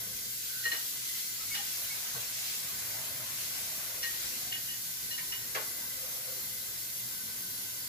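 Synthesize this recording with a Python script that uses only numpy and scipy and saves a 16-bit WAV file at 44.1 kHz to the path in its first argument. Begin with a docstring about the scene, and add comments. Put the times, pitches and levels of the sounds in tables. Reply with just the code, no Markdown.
"""A hard-walled kitchen: a pot simmers on a gas stove, the burner hissing over the hum of appliances.
Further off someone handles crockery: dishes ring in beating modes, things set down knock the counter.
Slid things drone faintly as narrow-band friction noise; a soft rustle of broad noise comes and goes.
Two microphone ports a hand apart hear the burner and the crockery from the left."""
import sys
import numpy as np
from scipy import signal
from scipy.fft import rfft, irfft, next_fast_len
from scipy.io import wavfile
from scipy.ndimage import uniform_filter1d, map_coordinates

SR = 44100
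rng = np.random.default_rng(int(sys.argv[2]) if len(sys.argv) > 2 else 0)


def wav_record(signal):
    """Record a signal, one row per channel, as 16-bit PCM in the file named by sys.argv[1]."""
    frames = np.transpose(np.atleast_2d(signal))
    bounded = np.clip(frames, -1, 1)
    # unit amplitude maps onto the largest positive 16-bit level
    quanta = np.round(bounded * 32767).astype(np.int16)
    wavfile.write(sys.argv[1], SR, quanta)


N = 347720  # length in samples

# Colour of the burner jets. Each row: frequency in Hz, relative density in dB per Hz.
JET_COLOUR = [(1350, -32), (2300, -22), (2970, -10), (3380, -5.5), (3690, -6.5), (3930, -2.5), (4400, -6.5),
              (4770, -3), (7410, -1.5), (8690, -9), (11000, 3.5), (12900, 2.5), (15600, -2.5)]
# Narrow bands that stand out of both hiss and hum. Each row: centre in Hz, width in Hz, lift in dB.
NARROW_BANDS = [(57, 26, 7.5), (100, 10, 2), (275, 14, -1), (510, 64, 6.5), (674, 26, 9.5), (1067, 44, 6.5),
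                (1530, 71, 14.5), (2033, 91, 7), (4410, 64, 10), (11600, 350, 0.5)]
# Mode pairs of the dish. Each row: frequency in Hz, level in dB, t60 in s, split of the pair in Hz.
DISH_MODES = [(1858, 0, 0.4, 20), (2915, 7, 0.19, 40), (2815, -5.5, 0.08, 30), (4125, -2.5, 0.1, 40),
              (5560, -3, 0.055, 62)]
# Contacts on the dish. Each row: start in s, level in dB, hardness in dB per octave, lift of the second
# mode in dB, lean to the upper mode of each pair from -1 to 1, time it rings freely until damped in s.
DISH_CLINKS = [(0.6377, -33, 0, -11, 0.56, 0.0081), (0.651, -26.5, -7, -12, 1, 0.031),
               (0.7159, -27, 1.5, -9, 0.23, 0.024), (.733, -44, -3, 4.5, 0.6, .02),
               (0.762, -45.5, 10, -11, 0.88, 0.017), (1.5417, -40, 6.5, 1, -.5, 0.017),
               (1.570, -42, 2, -4, -0.58, 0.048), (4.0277, -33.5, 5.5, -12.5, 0.85, 0.063),
               (4.117, -44.5, -8, -6, 0.89, 0.048), (4.522, -41, 0, 8, -0.034, 0.066),
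               (4.685, -47.5, -2, 7.5, 0.53, .025), (4.708, -43, -5, -8, 0.96, 0.045),
               (5.108, -39.5, 9, -12, -0.82, 0.025), (5.131, -52.5, 9, 6.5, 0.45, 0.031),
               (5.177, -39.5, 2, -12, -0.72, 0.039), (5.321, -42.5, 6, 1, 0.79, 0.05),
               (5.393, -45, 0, -12, 0.78, 0.054)]
# A smaller piece with one clear mode pair. Its row: frequency in Hz, level in dB, t60 in s, split in Hz.
CUP_MODES = [(2210, 0, 0.22, 4)]
# Light taps on the cup. Each row: start in s, level in dB, time it rings freely in s.
CUP_CONTACTS = [(.717, -45, .012), (.738, -47, .02), (1.509, -37, 0.039), (1.8994, -41, .035)]
# Things set down. Each row: start in s, level in dB, centre in Hz (higher for harder things),
# width over centre (a ratio).
SET_DOWNS = [(.652, -41.5, 1540, 2.9), (0.718, -36.5, 2600, 2.1), (.721, -48, 700, 2),
             (1.543, -42, 2300, 2.5), (1.551, -37, 3170, 0.38), (2.139, -52, 115, 1.3),
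             (2.146, -44.5, 740, 1.6), (4.027, -37, 3800, 2.5), (4.522, -39.5, 2900, 0.65),
             (5.18, -47.5, 2300, 0.71), (5.32, -42.5, 2600, 1.2), (5.5475, -31.5, 2000, 2.4),
             (5.551, -40.5, 570, 0.89)]
# What the knocks ring with. Each row: resonance in Hz, width in Hz, level in dB.
COUNTER_MODES = [(105, 29, 11), (436, 120, 3.5), (653, 85, -1.5), (885, 60, 1), (1110, 70, 0),
                 (1330, 110, 4), (1560, 90, 7.5), (1950, 160, 3), (2370, 92, -7), (3040, 200, -6),
                 (3540, 150, -3), (4460, 300, -6)]
# Decay of the room. Each row: frequency in Hz, t60 in s.
ROOM_DECAY = [(200, 0.3), (2000, 0.34), (8000, 0.06)]
# Level curve of the bright rustle. Each row: time in s, level in dB.
RUSTLE_LEVELS = [(0.0, -44.5), (0.45, -40), (1.03, -39.5), (1.2, -38), (1.34, -41.5), (1.56, -37.5),
                 (2.3, -39), (2.4, -36), (3.18, -44), (3.42, -38), (4.0, -44), (4.05, -39), (4.26, -37.5),
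                 (4.63, -42.5), (5.97, -45), (7.88, -45)]
# Colour of the bright rustle. Each row: frequency in Hz, relative density in dB per Hz.
RUSTLE_SPECTRUM = [(700, -36), (1500, -6), (2500, -2), (5000, 2), (8000, 1.5), (12000, -16.5), (15600, -1)]
# Level curve of movement about the room. Each row: time in s, level in dB.
SHUFFLE_LEVELS = [(0.33, -76), (0.68, -57), (1.03, -62.5), (2.02, -51), (2.61, -50.5), (3.09, -50),
                  (3.88, -51), (4.76, -57), (5.24, -58), (6.19, -54), (6.5, -58), (7.88, -56.5)]
# Colour of that movement. Each row: frequency in Hz, relative density in dB per Hz.
SHUFFLE_SPECTRUM = [(150, -23), (300, -16), (600, 0.5), (1000, 3), (1600, 4.5), (2500, 4.5), (4000, -10)]
# Faint drones, as of things slid on a counter. Each row: start in s, length in s, resonance in Hz,
# width in Hz, level in dB.
SLIDE_STROKES = [(0.486, 0.16, 1510, 115, -52.5), (1.404, 0.047, 1300, 100, -55),
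                 (1.574, 0.048, 820, 70, -54), (2.868, 0.38, 627, 130, -60.5), (3.55, 0.46, 650, 90, -65),
                 (3.89, 0.21, 529, 70, -62), (4.39, 0.19, 744, 45, -61.5), (5.1, 0.31, 1003, 40, -63),
                 (5.957, 0.44, 512, 30, -62.5), (6.0, 0.36, 630, 160, -64)]
# Colour of the appliances. Each row: frequency in Hz, relative density in dB per Hz.
APPLIANCE_COLOUR = [(15, -49), (25, -27), (43, -15), (74, -13.5), (109, -4), (147, -8), (262, -8.5),
                    (301, -12.5), (508, -14.5), (810, -22), (910, -16.5), (1910, -15.5), (2060, -7.5),
                    (2600, -39), (3380, -31), (5720, -120)]

PORT_GAP_S = 0.0005  # travel time of sound between the ports
CROCKERY_LEAD_S = 0.00045  # the crockery's direct sound reaches the left port this much earlier
TOP_HZ = 15520  # band limit of the recorder
CONTACT_RISE_S = 0.004
DAMPED_T60_S = 0.07  # ring once a hand or the stack holds the piece
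RATTLE_DB, RATTLE_PER_S = 1.1, 80  # shake of a mode's level: depth at 2 kHz, knots a second
BLOW_DB = 6  # first impact of a knock over its puff
KNOCK_RISE_S, KNOCK_T60_S = 0.003, 0.06  # rise and decay of the puff
SLIDE_FADE_S = 0.06  # fade in and out, centred on the ends of the stroke
MAINS_HZ, MAINS_DB = 120.4, -66.5  # mains tone and its middle rms level


def burner():
    """Gas jets under the pot: a smooth hiss that wavers slightly, heard straight and off the stove's side."""
    leads_s = [0.00022, 0.00045]  # the two paths
    colour = lambda hz, t: amp(along(JET_COLOUR, hz)) * stands_out(hz)
    jets = rush(colour, direct=0.42, lead_s=leads_s, patchy_db=1.6)
    breathing_db = 0.35 * wobble(4) + 0.35 * wobble(12) + 0.25 * wobble(24)
    return amp(-37.0 + breathing_db) * unit(jets)


def clinks():
    """A harder contact favours the dish's high modes; the cup is tapped lightly."""
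    out = np.zeros((2, N))
    mode_hz = np.array(DISH_MODES)[:, 0]
    octaves = np.log2(mode_hz / mode_hz[0])
    second = np.arange(len(DISH_MODES)) == 1
    for start, db, hardness, lift, lean, free_s in DISH_CLINKS:
        lifts_db = db + hardness * octaves + lift * second
        add(out, start, ring(DISH_MODES, lifts_db, lean, free_s))
    for start, db, free_s in CUP_CONTACTS:
        add(out, start, ring(CUP_MODES, [db], 0, free_s))
    return out


def ring(modes, lifts_db, lean, free_s):
    """One contact rings every mode, each a close pair that beats, until the piece is damped."""
    t = np.arange(SR // 3) / SR
    chatter = np.cumsum(rng.normal(0, 0.022, len(t)))  # touching surfaces blur the phase, radians at 2 kHz
    upper = (1 + lean) / 2
    tone = np.zeros(len(t))
    for lift, (hz, db, t60, split) in zip(lifts_db, modes):
        blur = chatter * hz / 2000
        high = np.sin(2 * np.pi * (hz + split / 2) * t + blur)
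        low = np.sin(2 * np.pi * (hz - split / 2) * t + blur)
        rattle_db = RATTLE_DB * (hz / 2000) ** 2 * wobble(RATTLE_PER_S, size=len(t))
        level = amp(db + lift - 60 * t / t60 + rattle_db)
        tone += level * (upper * high + (1 - upper) * low)
    rise = 1 - np.exp(-t / CONTACT_RISE_S)
    damping = amp(-60 * np.maximum(t - free_s, 0) / DAMPED_T60_S)
    return in_kitchen(tone * rise * damping, wet_db=-9)


def knocks():
    """A dull blow: one impact and a short puff of broad noise ring the counter, a little more wall than direct."""
    out, t = np.zeros((2, N)), np.arange(SR // 6) / SR
    for start, db, centre, breadth in SET_DOWNS:
        puff = rng.standard_normal(len(t)) * amp(-60 * t / KNOCK_T60_S) * (1 - np.exp(-t / KNOCK_RISE_S))
        puff[0] = amp(BLOW_DB)

        def response(hz):
            colour = np.sqrt(SR / centre / breadth) * resonance(hz, centre, breadth * centre) ** 2
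            return colour * counter(hz)
        add(out, start, in_kitchen(amp(db) * filtered(puff, response), wet_db=1))
    return out


def counter(hz):
    """The counter passes a blow on almost whole and adds its own resonances."""
    return 0.96 + sum(amp(db) * resonance(hz, centre, width) for centre, width, db in COUNTER_MODES)


def in_kitchen(hit, wet_db):
    """A far hit: its direct sound from the left and a fresh tail from all walls, wet_db over the direct."""
    hz, t, z = signal.stft(rng.standard_normal((2, SR // 3)), SR, nperseg=256)
    alike = np.sinc(2 * hz * PORT_GAP_S)[:, None]  # coherence of sound from all sides
    z[1] = alike * z[0] + np.sqrt(1 - alike ** 2) * z[1]
    decay = amp(-60 * t / along(ROOM_DECAY, hz)[:, None])
    tail = signal.istft(z * decay, SR, nperseg=256)[1]
    tail = amp(wet_db) * tail / np.linalg.norm(tail[0])
    tail[0, 0] += 1  # direct sound, left port first
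    tail[1, round(CROCKERY_LEAD_S * SR)] += 1
    return signal.fftconvolve(hit[None], tail, axes=1)


def rustle():
    """A bright rustle and duller movement about the room, both soft noise heard mostly off the walls."""
    bright = stir(RUSTLE_LEVELS, RUSTLE_SPECTRUM, clump_db=0.4, direct=0.094, lead_s=0.00019)
    dull = stir(SHUFFLE_LEVELS, SHUFFLE_SPECTRUM, clump_db=1.5, direct=0.31, lead_s=0.00014)
    return bright + dull


def stir(levels, colour, clump_db, direct, lead_s):
    """Soft broad noise in uneven clumps, on a level curve."""
    s, db = np.transpose(levels)
    noise = rush(lambda hz, t: amp(along(colour, hz)), direct, lead_s, patchy_db=2.2)
    level_db = np.interp(np.arange(N) / SR, s, db) + clump_db * wobble(18)
    return amp(level_db) * unit(noise)


def slides():
    """Friction noise held in one narrow resonance for the length of each stroke."""
    def gain(hz, t):
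        total = 0
        for start, length, centre, width, db in SLIDE_STROKES:
            to_edge = np.minimum(t - start, start + length - t)
            stroke = np.clip(to_edge / SLIDE_FADE_S + 0.5, 0, 1)
            peak = np.sqrt(SR / width) / (1 + (2 * (hz - centre) / width) ** 2)
            total = total + amp(db) * stroke * peak
        return total
    return rush(gain, direct=0.18, lead_s=0.0001, patchy_db=1.5, size=2048)


def appliances():
    """Motors and air fill the room with a low hum around one mains tone that wavers in level."""
    colour = lambda hz, t: amp(along(APPLIANCE_COLOUR, hz)) * stands_out(hz)
    hum = rush(colour, direct=0.24, lead_s=0.00048, patchy_db=2.5, size=8192)
    sine = unit(np.sin(2 * np.pi * MAINS_HZ * np.arange(N) / SR))
    tone = amp(MAINS_DB + 1.6 * wobble(7)) * sine
    return amp(-54.0 + 1.85 * wobble(2.94)) * unit(hum) + tone


def stands_out(hz):
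    """Gain of the narrow bands, each a rounded peak in dB."""
    return amp(sum(db / (1 + ((hz - c) / (w / 2)) ** 2) for c, w, db in NARROW_BANDS))


def rush(gain, direct, lead_s, patchy_db, size=1024):
    """Stereo noise with gain(Hz, s): a direct share reaches the left port first, the rest is from all walls."""
    hz, t, z = signal.stft(rng.standard_normal((2, N)), SR, nperseg=size)
    field = rng.standard_normal(z.shape[1:])  # smoothed into patches over frequency and time
    field = uniform_filter1d(uniform_filter1d(field, size=5, axis=0), size=5, axis=1)
    hz = hz[:, None]
    delayed = np.exp(-2j * np.pi * hz * lead_s).mean(axis=1, keepdims=True)  # mean over the paths
    from_walls = np.sinc(2 * hz * PORT_GAP_S)
    alike = direct * delayed + (1 - direct) * from_walls
    alike = 0.95 * alike  # turbulence at each port is its own
    z[1] = alike * z[0] + np.sqrt(np.abs(1 - np.abs(alike) ** 2)) * z[1]
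    shaped = z * gain(hz, t) * amp(patchy_db * unit(field))
    return signal.istft(shaped, SR, nperseg=size)[1][:, :N]


def resonance(f, c, w):
    """A causal resonance at c Hz, w Hz wide."""
    return 1j * f * w / (c * c - f * f + 1j * f * w)


def filtered(x, response):
    """x times a response of frequency."""
    m = next_fast_len(x.shape[-1] + 8192)
    spectrum = rfft(x, m) * response(np.fft.rfftfreq(m, 1 / SR))
    return irfft(spectrum, m)[..., :x.shape[-1]]


def wobble(rate, size=N):
    """A smooth random curve, rate knots a second."""
    knots = rng.standard_normal(int(size * rate / SR) + 4)
    return map_coordinates(knots, [np.arange(size) * rate / SR])


def along(points, hz):
    """(Hz, value) points read on a log frequency axis."""
    f, v = np.transpose(points)
    return np.interp(np.log(hz + 1), np.log(f + 1), v)


def amp(db):
    """Gain of a dB value."""
    return 10 ** (np.asarray(db) / 20)


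def unit(x):
    """x at rms 1."""
    return x / np.sqrt(np.mean(x ** 2) + 1e-20)


def add(out, s, sound):
    """Mix a sound in at time s, cut at the end of out."""
    part = out[:, round(s * SR):][:, :sound.shape[1]]
    part += sound[:, :part.shape[1]]


def scene():
    """All sources at the two ports; the left port is a little more sensitive."""
    total = burner() + clinks() + knocks() + rustle() + slides() + appliances()
    return total * amp([[0.4], [-0.4]])


def record(dry):
    """The recorder keeps nothing above its band limit."""
    return filtered(dry, lambda hz: hz < TOP_HZ)


dry = scene()
out = record(dry)
wav_record(out)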